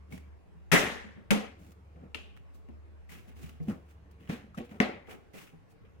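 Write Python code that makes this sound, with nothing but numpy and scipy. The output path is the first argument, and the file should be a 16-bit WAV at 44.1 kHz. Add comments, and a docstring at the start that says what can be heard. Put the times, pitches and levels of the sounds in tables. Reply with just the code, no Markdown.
"""Plastic trim is levered off a car wheel arch in a bare workshop, over a low machine hum. After a soft
scrape, three clips let go with a crack in the first 2.2 s; each time the strip flexes and the wing panel
rings. From 3 s gloves and tool scrape more busily and the strip thuds on the panel. A last loud clip snaps
at 4.8 s, then light knocks and rubs follow. All along, the right channel slips in steps against the left."""
import sys
import numpy as np
from scipy import signal
from scipy.io import wavfile
from scipy.ndimage import uniform_filter1d

SR = 44100
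rng = np.random.default_rng(int(sys.argv[2]) if len(sys.argv) > 2 else 0)


def put_to_file(sound):
    """Save the sound as 16-bit audio at rate SR, in the file named by the first command-line argument."""
    columns = np.atleast_2d(sound).T  # one column per channel
    safe = np.clip(columns, -1, 1)
    whole_steps = np.round(safe * 32767)
    wavfile.write(sys.argv[1], SR, whole_steps.astype(np.int16))


N = 264600

# How long the workshop rings. Each row: frequency in Hz, t60 in seconds.
ROOM_T60 = [(100, 0.64), (200, 0.57), (500, 0.67), (1000, 0.66), (2000, 0.62), (4000, 0.6), (8000, 0.5),
            (14000, 0.4)]
# Stereo image of the noises. Each row: frequency in Hz, left-right likeness from 0 to 1.
STEREO_LIKENESS = [(100, 0.86), (500, 0.55), (1500, 0.057), (5000, 0.11)]


def gain_of(db):
    """Decibels to an amplitude factor."""
    return 10 ** (np.asarray(db) / 20)


def unit_rms(x):
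    """Scales to rms 1."""
    return x / np.sqrt(np.mean(x ** 2) + 1e-20)


def curve_at(points, hz):
    """Reads a table on a log-frequency axis."""
    f, value = np.transpose(points)
    return np.interp(np.log(hz + 1), np.log(f + 1), value)


def add(mix, start, sound):
    """Mixes a sound in at a start time in seconds."""
    part = mix[:, round(start * SR):][:, :sound.shape[-1]]
    part += sound[..., :part.shape[1]]


def hump(hz, centre_hz, width):
    """A broad resonance; width is a share of its centre."""
    return 1 / np.sqrt(1 + ((hz / centre_hz - centre_hz / (hz + 1)) / width) ** 2)


def ring(t, hz, t60, rise):
    """One mode: swells over the rise time, then dies."""
    return (1 - np.exp(-t / rise)) * gain_of(-60 * t / t60) * np.sin(2 * np.pi * hz * t)


def stereo_spectra(hz, a, b, c, d):
    """Four random grids become left and right spectra, centred in the bass and wide in the treble."""
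    likeness = curve_at(STEREO_LIKENESS, hz)[:, None]
    left = a + 1j * b
    return np.array([left, likeness * left + np.sqrt(1 - likeness ** 2) * (c + 1j * d)])


def noise(colour, patchy_db=0.):
    """A stereo noise bed of a given spectrum; patchy_db adds drifting patches."""
    hz = np.fft.rfftfreq(1024, 1 / SR)
    *grids, patches = rng.standard_normal((N // 256 + 5, 513, 5)).T
    patches = unit_rms(uniform_filter1d(uniform_filter1d(patches, 8, 0), 12, 1))
    spectra = stereo_spectra(hz, *grids) * gain_of(curve_at(colour, hz)[:, None] + patchy_db * patches)
    return unit_rms(signal.istft(spectra, nperseg=1024, noverlap=768)[1][:, :N])


def waver():
    """A slow random wobble of rms 1."""
    return unit_rms(uniform_filter1d(uniform_filter1d(rng.standard_normal(N), 4000), 4000))


def machines():
    """A wavering low hum and faint whines over the air of the shop."""
    # The hum's level ride. 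Each row: time in seconds, level in dB.
    hum_levels = [(0, -53), (.32, -49), (.45, -61.5), (.65, -49.5), (1.2, -59), (2.2, -53), (2.6, -53),
                  (3.4, -51.5), (3.7, -58), (4.1, -54), (4.4, -64), (5.1, -64), (5.4, -68), (5.8, -67),
                  (6, -55)]
    # Thin machine tones. Each row: pitch in Hz, centre level in dB.
    whine_tones = [(95, -62.5), (452, -75.5), (1108, -83.5)]
    # Room tone. Each row: frequency in Hz, relative level in dB.
    air_colour = [(15, -46), (25, -23.5), (80, -12.5), (120, -32), (166, -10), (200, -39), (270, -21.5),
                  (416, -28), (451, -22.5), (489, -29), (1130, -34.5), (1290, -36.5), (2610, -42.5),
                  (3160, -49), (16000, -66)]
    hum_db = np.interp(np.arange(N) / SR, *np.transpose(hum_levels))
    swell_db = 1.5 * waver()
    sag_hz = 1.1 * np.exp((-62 - hum_db) / 2)  # the pitch sags when the hum grows weak
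    hum_hz = 74.3 - sag_hz + 0.49 * waver()
    tones = np.sqrt(2) * gain_of(hum_db + swell_db) * np.sin(2 * np.pi * np.cumsum(hum_hz) / SR)
    for hz, db in whine_tones:
        level = gain_of(db + 5.8 * np.tanh(waver()))
        tones += level * np.sin(2 * np.pi * np.cumsum(hz * (1 + 0.0031 * waver())) / SR)
    return tones + gain_of(-60) * noise(air_colour, patchy_db=-2.0)


def workshop_echo(x):
    """The bare room returns sparse echoes of random sign, each band dying at its own speed."""
    taps = np.zeros((2, SR))
    arrivals = np.arange(200, SR - 10, 10) + rng.integers(0, 10, (2, (SR - 201) // 10))
    np.put_along_axis(taps, arrivals, rng.choice([-1., 1.], arrivals.shape), 1)
    taps[1] += .5 * taps[0]
    hz, t, spectra = signal.stft(taps, SR, nperseg=512)
    decay = gain_of(-60 * t / curve_at(ROOM_T60, hz)[:, None])
    tail = signal.istft(spectra * decay, SR, nperseg=512)[1]
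    tail[:, :200] = 0  # pre-delay
    return signal.fftconvolve(x, tail / np.linalg.norm(tail[0]), axes=1)[:, :N]


def scrapes():
    """Rubber and plastic dragged over paint: grainy rustle, a duller squeak and a rumble in the panel."""
    # Strokes of glove or tool. Each row: start, rise, hold and fall in seconds,
    # then rustle, squeak and rumble levels in dB.
    strokes = [(0.093, 0.029, 0.036, 0.081, -60, -63.5, -46.5),
               (1.542, 0.071, 0.094, .035, -67.5, -76, -57), (1.715, .005, .002, .02, -62.5, -81.5, -75),
               (1.88, 0.16, 0.017, .04, -101, -78.5, -53.5), (2.349, 0.018, .002, 0.044, -70.5, -64, -78),
               (2.519, 0.028, 0.0049, .06, -64, -94.5, -59), (3.084, 0.0086, 0.022, 0.11, -57, -61, -61),
               (3.102, .02, 0.048, 0.19, -64, -59.5, -58), (3.257, 0.026, 0.0024, 0.045, -64, -64.5, -51.5),
               (3.346, 0.016, .14, 0.11, -63.5, -63.5, -57.5), (3.404, 0.023, .01, 0.053, -62.5, -71, -61),
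               (3.608, .027, .003, .04, -66.5, -84.5, -52), (3.654, 0.038, 0.0022, 0.12, -58, -57.5, -38),
               (3.851, 0.056, .005, .06, -65.5, -66.5, -78), (4.103, 0.01, .002, 0.045, -70, -99, -74.5),
               (4.177, 0.031, 0.17, .03, -71.5, -63.5, -58.5),
               (4.287, .006, 0.011, 0.091, -53, -49.5, -37.5), (4.565, 0.019, .002, 0.037, -59, -53.5, -37),
               (4.627, 0.019, 0.014, 0.039, -66.5, -68.5, -62), (4.681, 0.028, .003, 0.19, -65, -59.5, -55),
               (5.063, 0.04, 0.022, 0.068, -56, -51, -60), (5.325, 0.021, 0.088, 0.11, -56, -55, -59.5),
               (5.664, 0.043, .003, 0.065, -69, -79.5, -65), (5.828, 0.028, .01, .04, -86, -67.5, -70)]
    # The colours of the three layers. Each row: frequency in Hz, relative level in dB.
    rustle = [(2500, -7), (4000, -10.5), (6500, -10), (9000, -12), (13000, -14.5), (16000, -10)]
    squeak = [(600, -8), (1200, 1.5), (2000, 6), (2800, 5.5), (4000, -10), (6000, -50)]
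    rumble = [(80, -19), (150, 14), (250, 9), (450, -4.5), (800, -6), (1200, -47)]
    catches_per_s, catch_s, ramp_db = 70, .004, 26
    t, out, levels = np.arange(N) / SR, np.zeros((2, N)), np.zeros((3, N))
    grain = gain_of(2.2 * unit_rms(uniform_filter1d(rng.standard_normal(N), 90)))
    catches = (rng.random(N) < catches_per_s / SR) * rng.exponential(1, N)
    grain *= 1 + gain_of(1.5) * signal.lfilter([1], [1, -np.exp(-1 / (catch_s * SR))], catches)
    for start, rise, hold, fall, *layers_db in strokes:
        top = start + rise
        attack = np.minimum((t - top) / rise, 0)
        release = (top + hold - t) / fall
        levels += gain_of(np.array(layers_db)[:, None] + ramp_db * np.minimum(attack, release))
    for level, (colour, graininess) in zip(levels, [(rustle, .6), (squeak, 1.1), (rumble, .3)]):
        out += level * unit_rms(grain ** graininess) * noise(colour)
    return out


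def aftersound(hz, spectrum, room_share, crack_hz, onset):
    """Dense rattle and echo after a blow: noise of the blow's colour, each band dying at its own speed."""
    t = np.arange(130) * 256 / SR
    *grids, lumps = rng.standard_normal((5, 513, 130))
    # loose parts rattle unevenly
    rattle_db = 1.8 * unit_rms(uniform_filter1d(uniform_filter1d(lumps, 25, 0), 3, 1))
    linger = 1 + .18 * hump(hz, crack_hz, 0.27) ** 2  # the crack's own pitch hangs on
    t60 = room_share * curve_at(ROOM_T60, hz) * linger
    decay_db = -60 * (t / t60[:, None]) ** 1.027
    early_db = 2.3 * np.exp(-t / 0.022)  # thrown back by the wheel arch close by
    spectra = stereo_spectra(hz, *grids) * spectrum[:, None] * gain_of(decay_db + rattle_db + early_db)
    tail = signal.istft(spectra / 10, nperseg=1024, noverlap=768)[1]
    return tail * (1 - np.exp(-(np.arange(tail.shape[1]) / SR / onset) ** 2))


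def plastic_crack(t, hz, width, contact, fade):
    """A clean first ping, then irregular slips excite the same resonance; stiff overtones add bite."""
    ping = ring(t, hz, 4.6 / (width * hz), 0.11 * contact)
    friction = rng.standard_normal(len(t)) * fade
    slips = signal.fftconvolve(friction, ring(t[:400], hz, 0.0029, .0001))[:len(t)]
    bite = 0.35 * ring(t, 1.1 * hz, 0.0023, 0.083 * contact)
    bite += 0.33 * ring(t, 2.9 * hz, 0.0043, 0.15 * contact)
    return 2 * ping + 0.65 * slips / abs(slips).max() + bite


def trim_blows(blows):
    """Plastic cracks and fizzes briefly; the strip flexes with a thud and the panel behind it rings."""
    # Modes of the wing panel. Each row: pitch in Hz, relative level in dB, t60 in seconds.
    panel_modes = [(237.3, 8.5, 0.091), (334, -2.5, 0.15), (412.3, 3, 0.062), (466.2, -4, 0.26),
                   (564, 0.5, 0.056), (753, -2, 0.077), (1098, -9.5, 0.088), (1340, -8, 0.022)]
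    # The spray of treble on a crack. Each row: frequency in Hz, relative level in dB.
    fizz_colour = [(3000, -0.5), (4500, -10.5), (6200, -6), (8000, -11), (12000, -12.5), (16000, -19)]
    pan_db = 6.5  # cracks sit to the left
    out, t, hz = np.zeros((2, N)), np.arange(20000) / SR, np.fft.rfftfreq(1024, 1 / SR)
    fizz_bed = noise(fizz_colour)
    scatters = rng.standard_normal((len(blows), len(panel_modes)))  # no two blows ring the panel alike
    for blow, scatter in zip(blows, scatters):
        (start, crack_db, crack_hz, width, fade_s, fizz_db, thud_db, flex_hz, flex_t60, contact,
         panel_db, bright_db, low_db, room_share) = blow
        fade = np.exp(-t / fade_s) * (1 - np.exp(-t / (0.38 * contact)))
        crack = gain_of(crack_db) * plastic_crack(t, crack_hz, width, contact, fade)
        fizz = gain_of(fizz_db) * fade * fizz_bed[:, round(start * SR):][:, :len(t)]
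        thud = gain_of(thud_db) * ring(t, flex_hz, flex_t60, contact)
        panel = sum(gain_of(panel_db + db + 0.53 * k) * ring(t, f * (1 + 0.04 * k), t60, 0.69 * contact)
                    for (f, db, t60), k in zip(panel_modes, scatter))
        add(out, start, (crack + fizz) * gain_of([[pan_db / 2], [-pan_db / 2]]) + thud + panel)
        # the aftersound keeps the colour of each part of the blow
        colours = [
            gain_of(bright_db + crack_db - 2.6) * hump(hz, crack_hz, width) * hump(hz, crack_hz, 1.3),
            gain_of(bright_db + crack_db - 9.5) * hump(hz, crack_hz, 0.39 * width) ** 2,
            gain_of(bright_db + fizz_db - 2.5 + curve_at(fizz_colour, hz)),
            gain_of(low_db + thud_db - 5.5) * hump(hz, flex_hz, 0.68) ** 3,
            *(gain_of(low_db + panel_db + db + 7) * hump(hz, f, 0.28) ** 2 for f, db, _ in panel_modes)]
        tail = aftersound(hz, np.linalg.norm(colours, axis=0), room_share, crack_hz, 1.14 * contact)
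        add(out, start, tail * gain_of([[0.13 * pan_db], [-.15 * pan_db]]))
    return out


def strip_knocks():
    """Lists the blows of the strip bumping the wing, all with the same dull tick as their crack."""
    # Each row: start in seconds, tick and thud levels in dB, flex pitch in Hz, contact time in seconds,
    # panel level in dB, low aftersound send in dB.
    knocks = [(0.1288, -65, -37, 182.6, 0.0026, -76, -23), (.1664, -62, -64, 170, 0.0054, -75, -9),
              (.541, -82, -43.5, 164, 0.022, -62, -15), (1.041, -65, -35.5, 213.4, 0.015, -76, 5),
              (1.16, -79, -40, 198.5, 0.0055, -69.5, 13), (1.959, -60, -48, 168, 0.0058, -61.5, 2.5),
              (2.0242, -75, -46.5, 191, .0062, -50, -8.5), (2.687, -55.5, -43.5, 219, .002, -51, -12.5),
              (3.093, -46, -65, 240, 0.0066, -61.5, -3), (3.602, -56, -26, 161, 0.0066, -46.5, -19.5),
              (4.435, -59, -47.5, 219, 0.0035, -58, -22), (4.713, -50.5, -43.5, 213, 0.0023, -60, 8),
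              (4.7435, -53, -48.5, 234, 0.0069, -54, -3), (5.072, -47.5, -48, 178, .0098, -52.5, 6.5),
              (5.109, -61, -45, 177, 0.01, -59.5, 9), (5.3415, -53, -43, 194, 0.0076, -50.5, -0.5),
              (5.5332, -74, -45, 164.4, 0.0081, -54, -22)]
    tick_hz, width, fade_s = 1950, 0.37, 0.0036
    flex_t60, bright_db, room_share = 0.22, -8.5, 0.74
    return [(start, tick_db, tick_hz, width, fade_s, tick_db - 12, thud_db, flex_hz, flex_t60, contact,
             panel_db, bright_db, low_db, room_share)
            for start, tick_db, thud_db, flex_hz, contact, panel_db, low_db in knocks]


def cracks_and_thuds():
    """Lists sharp plastic cracks, faint ticks and dull thuds of the strip on the panel."""
    # Each row: start in seconds, crack level in dB, crack pitch in Hz, width as a share of that pitch,
    # fade time of slips and fizz in seconds, fizz and thud levels in dB, flex pitch in Hz, flex t60 and
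    # contact time in seconds, panel level in dB, bright and low aftersound sends in dB,
    # aftersound length as a share of the room's t60.
    blows = [(.123, -47, 2230, 0.088, 0.0027, -57.5, -61, 188.5, .085, 0.0037, -64.5, 3.5, 0.5, 0.65),
             (.7165, -11.5, 1870, 0.5, 0.0057, -17, -16.5, 174.2, 0.19, 0.007, -29.5, -1, 8, 0.93),
             (1.3058, -14.5, 2200, 0.6, 0.006, -18, -13, 206.5, .26, 0.0054, -28, -10.5, 2, 0.67),
             (1.445, -44.5, 2680, .13, 0.0076, -64, -56.5, 202, 0.089, .005, -65.5, -8, -9, 0.33),
             (2.1455, -26, 2710, .23, 0.0052, -43.5, -43, 252, 0.11, 0.0032, -56.5, -10, 6, 0.76),
             (3.44, -49.5, 2877, 0.26, 0.007, -57.5, -28.5, 164, 0.071, 0.0022, -79, -8.5, 3, 1.4),
             (3.681, -66, 2000, .6, 0.013, -79, -13.5, 210.5, .08, 0.01, -43, -4, -3, 0.39),
             (3.695, -50.5, 1950, 0.25, .014, -57.5, -36, 93, .15, 0.0071, -47, 4.5, 7.5, 0.39),
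             (4.2954, -32, 1870, 0.92, 0.0046, -47.5, -18, 180, 0.033, .0028, -41, -5.5, -3, 0.58),
             (4.3222, -48, 1716, .6, .0041, -47, -28, 228, 0.088, 0.0032, -43.5, -5, -5, 0.7),
             (4.545, -51, 1276, 0.074, 0.0047, -64, -62, 201, 0.14, 0.0025, -81, 3.5, -10, .51),
             (4.574, -36.5, 1950, 0.99, 0.0042, -40, -39, 209, 0.16, 0.012, -38.5, -11, -23, 0.36),
             (4.6004, -44, 2520, 0.4, .0054, -68, -36, 228, 0.084, 0.0074, -38.5, -4, -11, 0.47),
             (4.802, -12.5, 2046, 0.39, .003, -35.5, -18.5, 209.6, .17, 0.0016, -28.5, -9.5, 2, 0.65)]
    return blows


def scene():
    """Cracks, thuds and knocks in front, scrapes with their echo between them, the machines underneath."""
    rubbing = scrapes()
    blows = trim_blows(cracks_and_thuds() + strip_knocks())
    return blows + rubbing + gain_of(-13.0) * workshop_echo(rubbing) + machines()


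def record(dry):
    """The right channel jumps from delay to delay with short cross-fades; a low-pass trims the top."""
    # Steps in the stereo image. Each row: start in seconds, right-channel delay in ms (negative is early).
    delay_steps = [(0, .9), (.3, 3), (.45, 5), (.68, 7.4), (.83, 0), (.91, 4.4), (1.06, 1.9), (1.345, -3.9),
                   (1.5, .4), (2.09, 2.2), (2.18, 4.8), (2.33, 7.3), (2.7, 3.1), (3, 5.1), (3.2, 8.1),
                   (3.36, -2.5), (3.65, .3), (5.04, 2.4), (5.33, -7.4), (5.65, 8.6), (5.76, -6.4),
                   (5.83, 1.9)]
    starts, delays_ms = np.transpose(delay_steps)
    step = np.searchsorted(starts, np.arange(N) / SR, "right") - 1
    right = np.zeros(N)
    for k, ms in enumerate(delays_ms):
        crossfade = uniform_filter1d(1. * (step == k), 600)
        right += crossfade * np.roll(dry[1], round(ms * SR / 1000))
    lowpass = signal.firwin(511, cutoff=16500, window=("kaiser", 9), fs=SR)
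    return signal.oaconvolve(np.array([dry[0], right]), lowpass[None], "same", axes=1)


dry = scene()
out = record(dry)
put_to_file(out)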